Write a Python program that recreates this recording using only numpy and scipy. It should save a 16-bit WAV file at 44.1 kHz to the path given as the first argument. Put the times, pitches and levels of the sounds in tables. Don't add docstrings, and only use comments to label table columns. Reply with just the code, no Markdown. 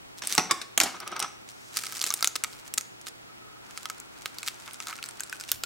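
import sys
import numpy as np
from scipy import signal
from scipy.fft import rfft, irfft, next_fast_len
from scipy.io import wavfile
from scipy.ndimage import map_coordinates

SR = 44100
rng = np.random.default_rng(int(sys.argv[2]) if len(sys.argv) > 2 else 0)


def put_to_file(sound):
    columns = np.atleast_2d(sound).T
    safe = np.clip(columns, -1, 1)
    whole_steps = np.round(safe * 32767)
    wavfile.write(sys.argv[1], SR, whole_steps.astype(np.int16))


N = 249165
TIME_S = np.arange(N) / SR


def amp(db):
    return 10 ** (np.asarray(db) / 20)


def unit_rms(x):
    return x / np.sqrt(np.mean(x ** 2) + 1e-20)


def unit_onset(x, span_s):
    return x / np.sqrt(np.mean(x[:, :int(span_s * SR)] ** 2) + 1e-20)


def along(points, hz):
    knots_hz, values = np.transpose(points)
    return np.interp(np.log(hz + 1), np.log(knots_hz + 1), values)


def wobble(rate_hz):
    knots = rng.standard_normal(int(N * rate_hz / SR) + 4)
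    return map_coordinates(knots, [np.arange(N) * rate_hz / SR])


def strokes(rows):
    bells = (amp(2 * db) * np.exp(-np.minimum(((TIME_S - s) / half_s) ** 2, 60))
             for s, db, half_s in rows)
    return np.sqrt(sum(bells))


def filtered(x, response):
    n = x.shape[-1]
    padded = 2 * next_fast_len((n + min(n, SR // 4)) // 2 + 1, True)
    return irfft(rfft(x, padded) * response(np.fft.rfftfreq(padded, 1 / SR)), padded)[..., :n]


def lowpass(x, cut_hz, order=4):
    return filtered(x, lambda hz: 1 / (1 + (hz / cut_hz) ** order))


def coloured(x, gain_db):
    def response(hz):
        cepstrum = irfft(np.log(amp(gain_db(hz))))
        half = len(cepstrum) // 2
        return np.exp(rfft(np.r_[cepstrum[0], 2 * cepstrum[1:half], np.zeros(half)]))
    return filtered(x, response)


def resonated(x, modes):
    def response(hz):
        return sum((-1) ** k * amp(db) * 1j * hz * width / (centre ** 2 - hz ** 2 + 1j * hz * width)
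                   for k, (centre, width, db) in enumerate(modes))
    return filtered(x, response)


def stereo(pair, side_db):
    mid, side = pair[0], pair[1] * amp(side_db)
    return np.array([mid + side, mid - side])


def noise(side_db, n=N):
    return stereo(rng.standard_normal((2, n)), side_db)


def left_leading(x, lead_s):
    return filtered(x, lambda hz: np.exp(1j * np.pi * hz * lead_s * np.array([[1], [-1]])))


def add(track, start_s, sound):
    part = track[:, round(start_s * SR):][:, :sound.shape[1]]
    part += sound[:, :part.shape[1]]


def burst(t, t60_s, front_db, front_t60_s, side_db):
    return noise(side_db, len(t)) * (amp(-60 * t / t60_s) + amp(front_db - 60 * t / front_t60_s))


def shell_spot(note_hz, note_db, width_oct, ripple_db=2.5):
    ripple = ripple_db * rng.standard_normal(128)

    def gain_db(hz):
        leading = note_db / (1 + (np.log2((hz + 1) / note_hz) / width_oct) ** 2)
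        return leading + np.interp(8 * np.log2(hz + 1), np.arange(len(ripple)), ripple)
    return gain_db


def sliding(gain, modes, rough_db, cut_hz):
    friction = noise(side_db=-12.5) * amp(rough_db * wobble(110))
    return gain * unit_rms(resonated(lowpass(friction, cut_hz), modes))


# (frequency [Hz], gain [dB])
AIR_SPECTRUM = [(15, -43), (25, -12.5), (122, -9.5), (360, -7), (552, -13), (666, -10), (1410, -15.5),
                (7700, -21.5), (14500, -28.5), (16500, -50)]
# (frequency [Hz], side re mid [dB])
AIR_WIDTH = [(60, 6.5), (380, 9.5), (2380, 12), (15000, 0)]


def background(air_mid_db=-57.5, hum_hz=120, tone_hz=15735):
    def mid_side_gain(hz):
        return amp(along(AIR_SPECTRUM, hz)) * [np.ones_like(hz), amp(along(AIR_WIDTH, hz))]
    mid_side = filtered(rng.standard_normal((2, N)), mid_side_gain)
    air = amp(air_mid_db) * stereo(mid_side, 0) / np.std(mid_side[0])
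    hum = amp([[-69], [-63]]) * np.sin(2 * np.pi * hum_hz * TIME_S)
    tone = amp(-74) * np.sin(2 * np.pi * tone_hz * TIME_S)
    return air + hum + tone


# (frequency [Hz], t60 [s])
KITCHEN_DECAY = [(150, 0.72), (1000, 0.49), (7000, 0.41), (15000, 0.3)]


def kitchen(x, build_up_s=0.00025, paths=4, drift_hz=45, low_cut_hz=130):
    shares = np.array([wobble(drift_hz) for _ in range(paths)])
    shares /= np.linalg.norm(shares, axis=0)
    out = np.zeros((2, N))
    for share in shares:
        hz, t, spectra = signal.stft(noise(side_db=-11, n=SR // 2), SR, nperseg=256)
        decay = amp(-60 * t / along(KITCHEN_DECAY, hz)[:, None])
        tail = signal.istft(spectra * decay, SR, nperseg=256)[1]
        tail *= 1 - np.exp(-np.arange(tail.shape[1]) / SR / build_up_s)
        tail /= np.linalg.norm(tail[0])
        out += signal.fftconvolve((share * x.mean(0))[None], tail, axes=1)[:, :N]
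    return out - lowpass(out, low_cut_hz)


def hand_bump():
    rumble = resonated(noise(side_db=-2.3), [(69, 54, 0)])
    return strokes([(5.565, -53.5, 0.045)]) * unit_rms(lowpass(rumble, cut_hz=150, order=2))


# (time [s], level [dB])
METAL_BLOWS = [(0.379, -29.5), (1.2233, -41.5)]
# (centre [Hz], width [Hz], gain [dB])
METAL_MODES = [(2370, 360, -7), (5660, 290, 1.5), (6020, 190, 3.5), (8160, 120, -4)]


def metal_clinks():
    out, t = np.zeros((2, N)), np.arange(SR // 2) / SR
    for s, db in METAL_BLOWS:
        shimmer = burst(t, t60_s=0.42, front_db=6, front_t60_s=0.083, side_db=-28)
        add(out, s, amp(db) * unit_onset(resonated(shimmer, METAL_MODES), span_s=0.036))
    return out


def rocking(turns=7, start_s=0.958, gap_s=0.064, gap_ratio=0.878, first_db=-41, step_db=1.07):
    half_s = 0.013
    times_s = start_s + np.r_[0, np.cumsum(gap_s * gap_ratio ** np.arange(turns - 1))]
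    return strokes([(s, first_db + step_db * turn, half_s) for turn, s in enumerate(times_s)])


# (centre [Hz], width [Hz], gain [dB])
ROLL_MODES = [(164, 31, -12), (348, 51, -7), (830, 230, -6.5), (1257, 106, 1), (1630, 240, -11.5),
              (2090, 130, -7), (3660, 1700, -15)]
# (time [s], level [dB], half length [s])
ROLL_SKIDS = [(.504, -25, 0.0062)]


def roll(rattle_db=-6.5):
    turns = rocking()
    skid = sliding(strokes(ROLL_SKIDS), ROLL_MODES, rough_db=5, cut_hz=4500)
    rim = sliding(turns, ROLL_MODES, rough_db=3, cut_hz=4500)
    rattle = sliding(amp(rattle_db) * turns ** 2 / turns.max(), METAL_MODES, rough_db=3.5, cut_hz=11000)
    return skid + rim + rattle


# (time [s], relative level [dB], tilt [dB/oct], thud trim [dB], t60 [s], note [Hz])
CONTACTS = [(0.2204, -33.5, -4, -17, 0.044, 5400), (0.2357, -36.5, -2.5, -5.5, 0.12, 3100),
            (0.379, -16, -4, -1.5, 0.028, 776), (0.395, -28.5, -4, -8, 0.02, 2580),
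            (0.5104, -16.5, -3.5, -14, 0.044, 1100), (0.615, -32.5, -3, -30, 0.051, 3780),
            (0.7766, -16.5, 0.5, -12.5, 0.018, 3130), (0.8013, -15.5, -1.5, -13, 0.023, 2370),
            (0.8119, -20.5, -2.5, -8.5, 0.047, 4060), (0.834, -22.5, 1.5, -5.5, 0.054, 3200),
            (0.857, -32.5, -6, 0.5, 0.23, 980), (1.2256, -27.5, -4, -19, 0.02, 8000),
            (1.245, -34, -11, -13, .04, 1300)]
# (frequency [Hz], gain [dB])
CLACK_SPECTRUM = [(80, -35), (300, -7), (700, -5), (1200, 4), (3200, 3), (5500, 6.5), (8200, 5),
                  (11000, 0.5), (16000, -9)]
# (frequency [Hz], gain [dB])
THUD_SPECTRUM = [(40, -15), (150, -5.5), (330, 4.5), (520, -9), (780, 5.5), (950, -6), (1400, 2),
                 (2500, -56)]


def knocks(onset_s=0.01):
    out, t = np.zeros((2, N)), np.arange(SR // 8) / SR
    for s, db, tilt_db_oct, thud_db, t60_s, note_hz in CONTACTS:
        spot_db = shell_spot(note_hz, note_db=8, width_oct=0.1)

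        def clack_db(hz):
            treble_oct = np.log2(np.clip(hz, 2000, 12000) / 2000)
            return along(CLACK_SPECTRUM, hz) + spot_db(hz) + tilt_db_oct * treble_oct
        clack = coloured(burst(t, t60_s, front_db=-25, front_t60_s=0.0029, side_db=-7.5), clack_db)
        thud = burst(t, t60_s=0.075, front_db=-19, front_t60_s=0.004, side_db=-12)
        thud = coloured(thud, lambda hz: along(THUD_SPECTRUM, hz)) * amp([[-2.4], [2.4]])
        add(out, s, amp(db - 0.55) * unit_onset(clack, onset_s))
        add(out, s, amp(db + thud_db - 3.5) * unit_onset(thud, onset_s))
    return out


def strip_swish():
    return sliding(strokes([(1.69, -56, 0.14)]), [(6060, 3500, 0)], rough_db=1.5, cut_hz=14000)


# (time [s], level [dB], half length [s])
STRIP_CREAKS = [(3.31, -56.5, 0.026), (3.5, -55, 0.064), (3.7, -47.5, 0.0045)]


def strip_creaks():
    return sliding(strokes(STRIP_CREAKS), [(1297, 33, 0)], rough_db=3, cut_hz=2510)


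def pull_gain(curve):
    return amp(np.interp(TIME_S, *np.transpose(curve), left=-120, right=-120))


# (frequency [Hz], gain [dB])
FILM_SPECTRUM = [(100, -30), (300, -2.5), (800, -10), (1250, -1.5), (5500, 2.5), (8200, 1.5), (10500, -4.5),
                 (16000, -11.5)]


def crackle(pull, rate_hz, scatter_db, hiss_power, full_pull_db=-35, tick_t60_s=0.0035):
    density_hz = rate_hz * np.sqrt(pull / amp(full_pull_db) + 1e-6)
    sizes = amp(scatter_db * np.minimum(rng.standard_normal(N), 1.5)) * pull / np.sqrt(density_hz)
    ticks = (rng.random(N) < density_hz / SR) * sizes
    decay = amp(-60 * TIME_S[:SR // 100] / tick_t60_s)
    power = np.abs(signal.fftconvolve(ticks ** 2, decay ** 2)[:N])
    envelope = np.sqrt(power / power.mean() + hiss_power * unit_rms(pull) ** 2)
    grains = coloured(noise(side_db=-5.5) * envelope, lambda hz: along(FILM_SPECTRUM, hz))
    return np.sqrt(np.mean(pull ** 2)) * unit_rms(grains)


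# (time [s], level [dB])
PEEL_PULL = [(1.70, -65), (1.79, -43.5), (1.94, -41.5), (2.08, -43.5), (2.22, -48), (2.33, -78),
             (2.54, -50), (2.72, -65)]
WRAP_PULL = [(3.62, -63), (3.73, -53), (3.84, -52), (4.07, -60.5), (4.3, -52.5), (5.03, -50.5),
             (5.14, -53.5), (5.5, -50)]
# (time [s], level [dB], half length [s])
GLUE_TUGS = [(.185, -45, 0.0088), (1.5, -49.5, 0.016), (.32, -32.5, 0.041), (1.771, -34, 0.019),
             (2.258, -38, 0.014), (2.361, -25, 0.0034), (2.676, -43, 0.0093), (3.078, -38, 0.011),
             (4.468, -41, 0.017), (4.892, -42.5, 0.017), (5.521, -38, 0.023)]


def glue(catch_db=3, catch_hz=40):
    tearing = np.hypot(pull_gain(PEEL_PULL) * amp(catch_db * wobble(catch_hz)), strokes(GLUE_TUGS))
    peeling = crackle(tearing, rate_hz=1300, scatter_db=8, hiss_power=0.14)
    stirring = pull_gain(WRAP_PULL) * amp(catch_db * wobble(catch_hz))
    return peeling + crackle(stirring, rate_hz=260, scatter_db=5, hiss_power=0.55)


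# (centre [Hz], width [Hz], gain [dB])
RUBBED_MODES = [(867, 260, -4), (1400, 250, 1.5), (2400, 640, 0.5), (3650, 730, -2)]
# (time [s], level [dB], half length [s])
FINGER_SLIPS = [(4.685, -44, 0.011), (4.897, -42, 0.018)]


def finger_rub(rub_db=-57.5, ref_pull_db=-52, growth_db_per_db=0.11):
    pull = (pull_gain(PEEL_PULL) + pull_gain(WRAP_PULL)) / amp(ref_pull_db)
    gain = np.hypot(amp(rub_db) * pull ** growth_db_per_db, strokes(FINGER_SLIPS))
    return sliding(gain, RUBBED_MODES, rough_db=1.5, cut_hz=2000)


# (time [s], pitch [Hz])
HOLLOW_PITCH = [(4.9, 1290), (5.2, 1478)]
# (frequency [multiple of the note], relative level [dB], t60 [s])
HOLLOW_MODES = [(1, 21, 0.044), (1.17, 18, 0.018), (1.67, 13, 0.028)]


def hollow_ring(start_s, t, detune=0.035, spread_rad=0.23, low_cut_hz=850):
    note_hz = np.interp(start_s, *np.transpose(HOLLOW_PITCH))
    multiple, db, t60_s = np.transpose(HOLLOW_MODES)[:, :, None]
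    pitch, size, lag = rng.standard_normal((3, len(HOLLOW_MODES), 1))
    phase = 2 * np.pi * note_hz * multiple * (1 + detune * pitch) * t
    decay = amp(db + 2 * size - 60 * t / t60_s)
    ring = np.array([(decay * np.sin(phase + ear * spread_rad * lag)).sum(0) for ear in (-1, 1)])
    return filtered(ring, lambda hz: (1j * hz / (low_cut_hz + 1j * hz)) ** 3)


def small_snaps(candidates=400, full_pull_db=-41, over_db=3, scatter_db=3.5, ring_db=-9, thinning=2.7):
    when, chance = rng.random((candidates, 2)).T
    size, pitch = np.clip(rng.standard_normal((candidates, 2)), -2, 2).T
    sample = (when * (N - 1)).astype(int)
    pull = pull_gain(PEEL_PULL)[sample]
    level_db = 20 * np.log10(pull) + over_db + scatter_db * size
    facet_hz = 5800 * 2 ** (0.25 * pitch)
    rows = np.c_[sample / SR, level_db, facet_hz, np.full(candidates, ring_db)]
    return list(rows[chance < (pull / amp(full_pull_db)) ** thinning])


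# (time [s], relative level [dB], facet pitch [Hz], ring trim [dB])
SNAPS = [(0.273, -25.5, 9100, -35), (0.325, -25, 5650, -29), (0.3513, -26.5, 7850, -9),
         (1.0028, -37.5, 4860, -2), (1.077, -35, 4700, -22), (1.118, -45, 5340, -6),
         (1.165, -38, 4440, 8.5), (1.1943, -33, 5230, -4), (1.2016, -26.5, 5550, -7),
         (1.7705, -24, 5950, -12.5), (1.8375, -34.5, 4530, 1.5), (1.868, -33.5, 5600, -9),
         (1.924, -37, 5770, 0), (1.9936, -37, 4730, -11), (2.0152, -25, 4830, -29),
         (2.0273, -32.5, 4300, -10), (2.04, -23, 5850, -15.5), (2.0649, -29.5, 6970, -26),
         (2.0734, -32, 5650, -6), (2.1044, -24.5, 6500, -4), (2.112, -36, 3850, 0),
         (2.125, -36, 5000, 0), (2.1397, -22.5, 8530, -27), (2.208, -36.5, 7300, -0.5),
         (2.2265, -21.5, 4560, -2.5), (2.2449, -19.5, 3940, -12), (2.256, -35, 6500, -4),
         (2.2741, -20, 7000, -13), (2.3559, -29.5, 4440, -5), (2.438, -23.5, 7600, -8),
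         (2.4454, -31, 2280, -1), (2.739, -28, 8000, -23), (2.7774, -28, 6250, -4),
         (2.781, -21, 6700, -15), (2.8105, -35.5, 6500, -12), (3.014, -46.5, 5900, -16),
         (3.069, -39.5, 3700, 1), (3.7756, -34, 4140, -6), (3.856, -33, 3140, 0.5),
         (3.8996, -33, 5420, 4), (4.0008, -40, 7600, -18), (4.2585, -29.5, 3180, -4),
         (4.3852, -34.5, 4700, -28), (4.4307, -34.5, 2240, -10), (4.477, -28.5, 3600, -5),
         (4.4835, -28.5, 3760, -11), (4.734, -42.5, 9000, -23), (4.803, -34, 2410, -2.5),
         (4.8706, -35, 4060, -3), (4.8839, -37, 7000, -7), (4.91, -43, 2330, -2),
         (4.928, -43.5, 2430, 11.5), (4.9878, -44, 2490, 5.5), (5.0277, -34.5, 2450, -10),
         (5.04, -36, 4250, -4), (5.0599, -40, 6000, -6.5), (5.0883, -37, 8900, -7),
         (5.1974, -39.5, 5020, -13), (5.206, -30.5, 6950, -2.5), (5.235, -35, 8100, -27),
         (5.297, -40.5, 5100, -4), (5.327, -38.5, 2820, 11.5), (5.3995, -40.5, 5310, -4),
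         (5.4103, -36.5, 5030, -4.5), (5.438, -40.5, 2860, -20), (5.4907, -39, 2830, -12),
         (5.5172, -20, 12300, -16), (5.5171, -25.5, 3180, -13), (5.6365, -27.5, 4100, -1)]
# (frequency [Hz], gain [dB])
TICK_SPECTRUM = [(60, -53), (400, 1), (900, -5), (2300, 3), (3500, 0.5), (8200, 3.5), (10500, 0),
                 (16000, -3)]


def snaps(slope_db_oct=4.5, wander_s=14e-6, on_roll_until_s=2.9, shake_db=-25.5, onset_s=0.005):
    out, t = np.zeros((2, N)), np.arange(SR // 16) / SR
    for s, db, facet_hz, ring_db in SNAPS + small_snaps():
        spot_db = shell_spot(facet_hz, note_db=4.5, width_oct=0.18)

        def facet_db(hz):
            distance_oct = np.abs(np.log2((hz + 1) / facet_hz))
            return along(TICK_SPECTRUM, hz) - slope_db_oct * distance_oct + spot_db(hz)
        tick = coloured(burst(t, t60_s=0.028, front_db=15, front_t60_s=0.0018, side_db=-18), facet_db)
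        tick = left_leading(tick, wander_s * rng.standard_normal())
        add(out, s, amp(db + 2) * unit_onset(tick, onset_s))
        add(out, s, amp(db + ring_db - 3.5) * unit_onset(hollow_ring(s, t), onset_s))
        shake = burst(t, t60_s=0.025, front_db=-14, front_t60_s=0.0027, side_db=-14)
        shake = coloured(shake, lambda hz: along(THUD_SPECTRUM, hz))
        if s < on_roll_until_s:
            add(out, s, amp(db + shake_db) * unit_onset(shake, onset_s))
    return out


def scene():
    counter = left_leading(knocks() + metal_clinks() + roll(), lead_s=20e-6)
    tape = (snaps() + glue() + strip_swish() + strip_creaks() + finger_rub()) * amp([[-0.4], [0.4]])
    room = kitchen(amp(-10.5) * counter + amp(-16.5) * tape)
    return counter + tape + hand_bump() + room + background()


def record(dry):
    top_hz = 16200
    return filtered(dry, lambda hz: 1 / np.sqrt(1 + (hz / top_hz) ** 120))


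dry = scene()
out = record(dry)
put_to_file(out)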